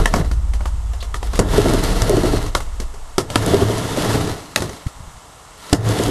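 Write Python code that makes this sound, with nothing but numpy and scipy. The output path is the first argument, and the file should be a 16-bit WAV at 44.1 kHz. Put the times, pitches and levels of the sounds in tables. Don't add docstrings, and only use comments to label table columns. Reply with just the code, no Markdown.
import sys
import numpy as np
from scipy import signal
from scipy.fft import rfft, irfft
from scipy.io import wavfile
from scipy.ndimage import uniform_filter1d

SR = 44100
rng = np.random.default_rng(int(sys.argv[2]) if len(sys.argv) > 2 else 0)


def store_pcm(level_fs):
    pcm = np.round(np.clip(level_fs, -1, 1) * 32767).astype(np.int16)
    wavfile.write(sys.argv[1], SR, np.atleast_2d(pcm).T)


N = 269010
T = np.arange(N) / SR


def amp(db):
    return 10 ** (np.asarray(db) / 20)


def noise(count=N):
    return rng.standard_normal(count)


def evened(x):
    return x / np.sqrt(np.mean(x ** 2) + 1e-20)


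def curve(rows, column):
    rows = np.array(rows)
    return np.interp(T, rows[:, 0], rows[:, column])


def bells(rows):
    return sum(amp(db) * np.exp(-((T - s) / width_s) ** 2) for s, width_s, db in rows)


def colour(x, points):
    freq_hz, db = np.transpose(points)
    bins_hz = np.fft.rfftfreq(len(x), 1 / SR)
    gain_db = np.interp(np.log(bins_hz + 1), np.log(freq_hz + 1), db)
    return evened(irfft(rfft(x) * amp(gain_db), len(x)))


def wobble(hz):
    return evened(signal.lfilter(*signal.butter(2, hz, fs=SR), noise()))


def resonate(x, hz, width_hz):
    turn = np.exp(2j * np.pi * np.cumsum(hz) / SR)
    pole = np.exp(-np.pi * width_hz / SR)
    smooth = signal.lfilter([1 - pole], [1, -pole], x / turn)
    return evened((turn * smooth).real)


def add(mix, start_s, sound):
    part = mix[round(start_s * SR):][:len(sound)]
    part += sound[:len(part)]


def ring(modes, spread_db, rise_s=0.00015, near_hz=None):
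    t, out = np.arange(SR // 3) / SR, 0
    for (hz, db, t60_s), (share, shift) in zip(modes, noise((len(modes), 2))):
        if near_hz:
            db = db - 4.5 * abs(np.log2(hz / near_hz))
        decay = amp(db + spread_db * share - 60 * t / t60_s)
        out = out + decay * np.sin(2 * np.pi * hz * (1 + 0.055 * shift) * t)
    out = out * (1 - np.exp(-t / rise_s))
    return out / abs(out).max()


# freq_hz, density_db
CRACK_SPECTRUM = [(880, -4), (1500, 6.5), (2000, 5.5), (3500, 1), (6450, 0.5), (7970, 0), (12300, -5.5),
                  (15900, -43), (22000, -120)]


def snap(t60_s, rise_s):
    t = np.arange(4096) / SR
    return colour(noise(4096), CRACK_SPECTRUM) * (1 - np.exp(-t / rise_s)) * amp(-60 * t / t60_s)


# time_s, hiss_db
ROLL_STRETCHES = [
    [(0, -29), (.07, -34.5), (.19, -32), (.3, -50), (.39, -68)],
    [(1.03, -78), (1.27, -42), (1.385, -46), (1.41, -41), (1.59, -23), (1.75, -27.5), (2.1, -27.5),
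     (2.28, -26), (2.45, -35.5), (2.545, -48)],
    [(3.22, -60), (3.35, -33.5), (3.55, -25), (3.75, -29), (3.88, -31), (4.09, -24.5), (4.21, -29.5),
     (4.36, -35), (4.42, -40.5), (4.55, -46), (4.7, -45.5), (4.9, -56.5)],
    [(5.6, -53.5), (5.72, -41), (5.78, -44.5), (5.9, -27), (6.1, -28.5)],
]
# centre_s, width_s, boom_db
PRESSES = [(0, .04, -13), (.19, 0.059, -19.5), (1.65, 0.17, -19.5), (2.2, 0.14, -22), (2.39, 0.053, -23),
           (3.6, 0.2, -17.5), (4.17, 0.12, -24), (4.32, .05, -27), (4.64, 0.061, -32), (5.8, 0.025, -24),
           (5.9, 0.082, -21), (6.1, .05, -18)]
# centre_s, width_s, level_db
SLIDES = [(1.36, 0.036, -37), (4.75, 0.16, -49), (5.67, 0.067, -40)]
# freq_hz, level_db, t60_s
RAMP_MODES = [(85.7, -19, 1), (102.5, 0.5, 0.26), (146.2, -10.5, 0.42), (201, 4.5, 0.045),
              (268.7, 0.5, 0.048), (321.6, -6.5, 0.09), (395.8, 0.5, 0.057), (491, -1, 0.036),
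              (605, -3.5, 0.037), (672, -0.5, 0.02)]
# freq_hz, density_db
RUMBLE_SPECTRUM = [(30, -30), (100, -3.5), (170, -10), (319, -3.5), (388, -4.5), (838, -13.5),
                   (1310, -14.5), (1600, -14.5), (2080, -21.5), (3520, -120)]
# freq_hz, density_db
HISS_SPECTRUM = [(530, -51), (900, -0.5), (1210, -6), (1350, 0.5), (1520, -11), (1810, -6.5), (2430, -7),
                 (3730, -8.5), (12300, -16.5), (15900, -53), (22000, -120)]
FULL_SPEED_HISS_DB, FULL_SPEED_ROAR_DB, ROAR_DB_PER_HISS_DB = -28, -22.5, 1.19
PRESS_ROAR_GAIN = 0.285
FLAT_BOOM_RE_HISS_DB = -11.5
SHUDDER_RE_THUMP_DB, SHUDDER_T60_S = -21.5, 0.26
WHIRR_HZ, WHIRR_WANDER, WHIRR_WIDTH_HZ = 3760, .09, 280


def impulses(per_s, db_scale, cap):
    return amp(db_scale * np.minimum(rng.exponential(1, N), cap)) * (rng.random(N) < per_s / SR)


def bumps_through(modes):
    bumps = impulses(1500, 1.15, 4) * rng.choice([-1, 1], N)
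    return evened(signal.oaconvolve(bumps, ring(modes, spread_db=0))[:N])


def rolling():
    boom = bumps_through(RAMP_MODES[:3])
    skin = bumps_through(RAMP_MODES[3:])
    roar = evened(skin + 0.71 * colour(noise(), RUMBLE_SPECTRUM))

    whirr_hz = WHIRR_HZ * (1 + WHIRR_WANDER * wobble(1.1))
    whirr = amp(1.5 * wobble(34)) * resonate(noise(), whirr_hz, WHIRR_WIDTH_HZ)
    grit = colour(impulses(1200, 5, 5), HISS_SPECTRUM)
    hiss = evened(colour(noise(), HISS_SPECTRUM) + 0.48 * grit + 0.28 * whirr)

    hiss_db = curve(np.vstack(ROLL_STRETCHES), column=1)
    press = bells(PRESSES)
    shudder = sum((T > s) * amp(thump_db + SHUDDER_RE_THUMP_DB - 60 * abs(T - s) / SHUDDER_T60_S)
                  for s, *_, thump_db, _ in CLACKS)
    speed_roar = amp(FULL_SPEED_ROAR_DB + ROAR_DB_PER_HISS_DB * (hiss_db - FULL_SPEED_HISS_DB))
    roar_gain = speed_roar + PRESS_ROAR_GAIN * press + shudder
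    boom_gain = press + amp(hiss_db + FLAT_BOOM_RE_HISS_DB)
    hiss_gain = amp(hiss_db) + bells(SLIDES)

    unevenness = wobble(15.7)
    wood = amp(1.2 * unevenness) * boom_gain * boom + amp(1.3 * unevenness) * roar_gain * roar
    return wood + hiss_gain * amp(1.35 * unevenness + 0.42 * wobble(210)) * hiss


# start_s, crack_db, board_db, board_hz, thump_db, thump_hz
CLACKS = [(0.0571, -3, -1, 655, -22, 85), (0.138, -12.5, 0.5, 1730, -6.5, 228),
          (0.16, -17, -12, 1100, -12, 240), (0.2114, -35, -15, 1500, -24, 102),
          (0.245, -33, -23, 1500, -29, 260), (0.313, -26, -21, 1360, -20.5, 102),
          (0.535, -24.5, -25, 1290, -42, 200), (0.6059, -33.5, -20, 696, -46, 300),
          (0.655, -23.5, -16, 1270, -44, 200), (0.933, -30, -28.5, 751, -52, 92),
          (1.0256, -24.5, -27.5, 1390, -46, 97), (1.142, -20, -15.5, 1090, -30, 118),
          (1.228, -24, -15.5, 732, -38, 200), (1.333, -26, -21, 942, -19, 250),
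          (1.3557, -20, -32, 600, -32, 196), (1.391, -8, -3.5, 696, -1.5, 250),
          (1.3969, -13, -19, 748, 4, 210), (2.019, -13.5, -14, 1300, -6, 120),
          (2.462, -26, -20.5, 600, -20, 116), (2.5498, -9.5, -5, 1400, -13, 160),
          (2.6034, -23, -20, 930, -40, 92), (2.8, -22, -32, 676, -18, 326), (2.94, -35, -38, 700, -30, 317),
          (3.1812, -8.5, -5.5, 1190, -2.5, 393), (3.1862, -16, -31, 1080, -10.5, 373),
          (3.3012, -19.5, -23, 738, -22, 385), (3.3571, -5.5, 1.5, 785, -5.5, 149),
          (4.56, -4, -11.5, 760, -32, 300), (4.572, -23, -20, 700, -14, 300),
          (4.6042, -21, -32, 754, -16, 124), (4.6209, -19, -15.5, 1310, -13, 384),
          (4.6925, -28, -25, 700, -19, 267), (4.7286, -29.5, -41, 770, -47, 146),
          (4.766, -39, -38, 900, -40, 200), (4.817, -40, -36, 1210, -50, 201),
          (4.8663, -28, -31, 1210, -54, 92), (5.7284, -4, -11, 590, 5.5, 302),
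          (5.7309, -6.5, -33, 633, -2, 129)]
# freq_hz, level_db, t60_s
BOARD_MODES = [(560, -2, .02), (680, -2, .02), (800, -1, .018), (940, -2, .018), (1070, 0, .018),
               (1230, -2, .016), (1390, -1, .016), (1770, -4, .012), (2100, -6, .012)]
CRACK_HZ, CRACK_LOG_SPREAD, CRACK_LOG_RISE_PER_DB = 3800, .08, 0.05
CRACK_COLOUR, CRACK_WIDTH_HZ = 0.95, 1600
SCRAPE_RE_CRACK_DB, SCRAPE_TOP_DB, SCRAPE_S = -15.5, -26.5, 0.035
LANDING_THUMP_DB, LANDING_CUT_DB_PER_DB = -2, 7.5


def clacks():
    out, t = np.zeros(N), np.arange(4096) / SR
    for start_s, crack_db, board_db, board_hz, thump_db, thump_hz in CLACKS:
        rise_s = .0007 * amp(-.65 * (crack_db + 8))
        crack = snap(0.013 + 3.6 * rise_s, rise_s)
        excess_db = np.clip(thump_db - crack_db, -12, 12)
        crack_hz = CRACK_HZ * np.exp(CRACK_LOG_SPREAD * noise(1)[0] + CRACK_LOG_RISE_PER_DB * excess_db)
        metal = resonate(crack, np.full(len(t), crack_hz), CRACK_WIDTH_HZ)
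        add(out, start_s, amp(crack_db) * (crack + CRACK_COLOUR * crack.std() * metal))

        body = ring(BOARD_MODES, spread_db=2, near_hz=board_hz)[:2000]
        t_contact = t[:400]
        chatter = noise(400) * (1 - np.exp(-t_contact / rise_s)) * amp(-60 * t_contact / 0.022)
        board = signal.oaconvolve(chatter, body)
        add(out, start_s, amp(board_db) * board / abs(board).max())

        thump = ring(RAMP_MODES, spread_db=2, rise_s=.001, near_hz=thump_hz)
        add(out, start_s, amp(thump_db) * thump)

        landing_cut_db = LANDING_CUT_DB_PER_DB * max(thump_db - LANDING_THUMP_DB, 0)
        scrape_db = min(crack_db + SCRAPE_RE_CRACK_DB, SCRAPE_TOP_DB) - landing_cut_db
        stroke = np.clip(t / 0.0017, 0, 1) / (1 + (t / SCRAPE_S) ** 6)
        rub = noise(len(t))
        rattle = evened(signal.oaconvolve(rub, body)[:len(t)])
        add(out, start_s, amp(scrape_db) * stroke * (colour(rub, CRACK_SPECTRUM) + 0.95 * rattle))
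    return out


# start_s, knock_db, tick_db
SEAMS = [(1.579, -2, -16), (1.657, -5, -40), (1.694, -8.5, -26), (1.736, -8.5, -7.5), (1.838, -36, -10.5),
         (2.095, -3, -7.5), (2.132, -6, -39), (2.17, -5.5, -21), (2.236, -5.5, -27), (2.333, -8.5, -22),
         (3.462, -9, -9.5), (3.536, -2, -49), (3.594, -14, -35), (3.613, -5.5, -37), (3.693, -9, -21),
         (3.781, -22, -13), (3.973, -11, -16), (5.889, -17.5, -10.5), (5.995, -10, -28), (6.036, -23, -9.5),
         (6.081, -11.5, -18)]


def seams():
    out = np.zeros(N)
    for start_s, knock_db, tick_db in SEAMS:
        knock = ring(RAMP_MODES[4:], spread_db=3, rise_s=.009, near_hz=465)
        add(out, start_s, amp(knock_db) * knock)
        tick = snap(0.0089, 0.00068)
        thin_tick = np.diff(tick) + 0.39 * tick[1:]
        add(out, start_s, amp(tick_db) * thin_tick)
    return out


SQUEAK_START_S, SQUEAK_DB, SQUEAK_T60_S = 1.002, -28, 0.12
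SQUEAK_HZ, SQUEAK_RISE_HZ, SQUEAK_TOP_S = 3400, 800, .018


def squeak():
    age_s = np.maximum(T - SQUEAK_START_S, 0)
    hz = SQUEAK_HZ + SQUEAK_RISE_HZ * np.exp(-4 * (age_s / SQUEAK_TOP_S - 1) ** 2)
    envelope = np.minimum(age_s / .006, 1) * amp(SQUEAK_DB - 60 * age_s / SQUEAK_T60_S)
    return envelope * resonate(noise(), hz, width_hz=340)


# delay_s, level_db
ECHOES = [(0.017, -18), (.021, -18)]


def garden(x):
    t = np.arange(SR // 5) / SR
    scatter = noise(len(t)) * amp(-60 * t / .16) * (t > .004)
    response = amp(-14) * scatter / np.linalg.norm(scatter)
    response[0] = 1
    for delay_s, db in ECHOES:
        smear = noise(12)
        add(response, delay_s, amp(db) * smear / np.linalg.norm(smear))
    return signal.oaconvolve(x, response)[:N]


# time_s, rate_hz
FIRING = [(0, 18.6), (1, 17.3), (2, 17.6), (3.3, 16.8)]
# time_s, order1_db, order2_db, order3_db
ENGINE_ORDERS = [(0, -30, -8.5, -30), (.35, -26, -26.5, -15.5), (1.05, -30.5, -42, -25.5),
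                 (1.5, -42, -17.5, -26), (2.4, -31.5, -23, -28), (2.8, -27, -31.5, -31.5),
                 (3.3, -36.5, -49, -50)]
# multiple, level_re_order3_db
UPPER_ORDERS = [(4, -7.5), (5, -19), (6, -19.5)]
# freq_hz, density_db
EXHAUST_SPECTRUM = [(40, -21), (90, 1), (150, -10.5), (450, -26), (900, -53)]
EXHAUST_DB = -20


def engine():
    turns = np.cumsum(curve(FIRING, column=1) * (1 + .035 * wobble(5))) / SR
    levels = [(k, curve(ENGINE_ORDERS, column=k)) for k in (1, 2, 3)]
    order3_db = levels[2][1]
    levels += [(k, order3_db + db + 1.2 * wobble(12.0)) for k, db in UPPER_ORDERS]
    drone = sum(amp(db + 2.5 * wobble(7)) * np.sin(2 * np.pi * (k * turns + rng.random()))
                for k, db in levels)
    wash = amp(order3_db + EXHAUST_DB + 0.83 * wobble(18)) * colour(noise(), EXHAUST_SPECTRUM)
    fade = np.clip((ENGINE_ORDERS[-1][0] + 0.17 - T) / 0.28, 0, 1)
    return np.sqrt(2) * (drone + wash) * fade


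# freq_hz, density_db
AIR_SPECTRUM = [(15, -34), (25, 5), (60, 6), (370, -15), (444, -5.5), (546, -7), (622, -3), (967, -1),
                (1220, -2.5), (1900, -11), (2100, -10.5), (4580, -16.5), (7490, -13.5), (12300, -23.5),
                (15900, -56), (22000, -120)]
AIR_DB = -42.5
# centre_s, level_db, width_s
GUSTS = [(4.868, -30, 0.0073), (5.0, -33, 0.037), (5.08, -40.5, 0.047), (5.17, -50, .04)]
# freq_hz, level_db
WHINE = [(7678.5, -66), (7707.6, -66), (8294, -67), (8323, -66)]


def background():
    air = amp(AIR_DB + 0.21 * wobble(4.5)) * colour(noise(), AIR_SPECTRUM)
    puffs = colour(noise(), [(20, 1.0), (50, 7), (120, -0.5), (400, -23.5), (1000, -64)])
    swells = bells((s, width_s, db) for s, db, width_s in GUSTS)
    wind = swells * amp(5.3 * wobble(28)) * puffs
    whine = sum(np.sqrt(2) * amp(db) * np.sin(2 * np.pi * (hz * T + rng.random())) for hz, db in WHINE)
    return air + wind + whine


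def scene():
    echoed = garden(clacks() + seams() + squeak())
    return np.tile(rolling() + echoed + engine() + background(), (2, 1))


# freq_hz, width_hz
HOUSING_DIPS = [(1550, 110), (2430, 300)]
EDGE_HZ = 12400
DUCK_THRESHOLD_DB, DUCK_DB_PER_DB, RECOVERY_DB_PER_S = -13.0, .6, 90.


def record(dry):
    for hz, width_hz in HOUSING_DIPS:
        dry = dry - .55 * signal.lfilter(*signal.iirpeak(hz, hz / width_hz, fs=SR), dry)
    power_db = 10 * np.log10(abs(uniform_filter1d(dry[0] ** 2, 200)) + 1e-12)
    fall_db = T * RECOVERY_DB_PER_S
    held_db = np.maximum.accumulate(power_db + fall_db) - fall_db
    over_db = np.maximum(held_db - DUCK_THRESHOLD_DB, 0)
    late_db = signal.lfilter([.002], [1, -.998], over_db)
    clipped = np.clip(dry / amp(DUCK_DB_PER_DB * late_db), -.95, .95)
    low_pass = signal.firwin(511, EDGE_HZ, window=("kaiser", 9), fs=SR)
    return signal.oaconvolve(clipped, low_pass[None], "same")


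dry = scene()
out = record(dry)
store_pcm(out)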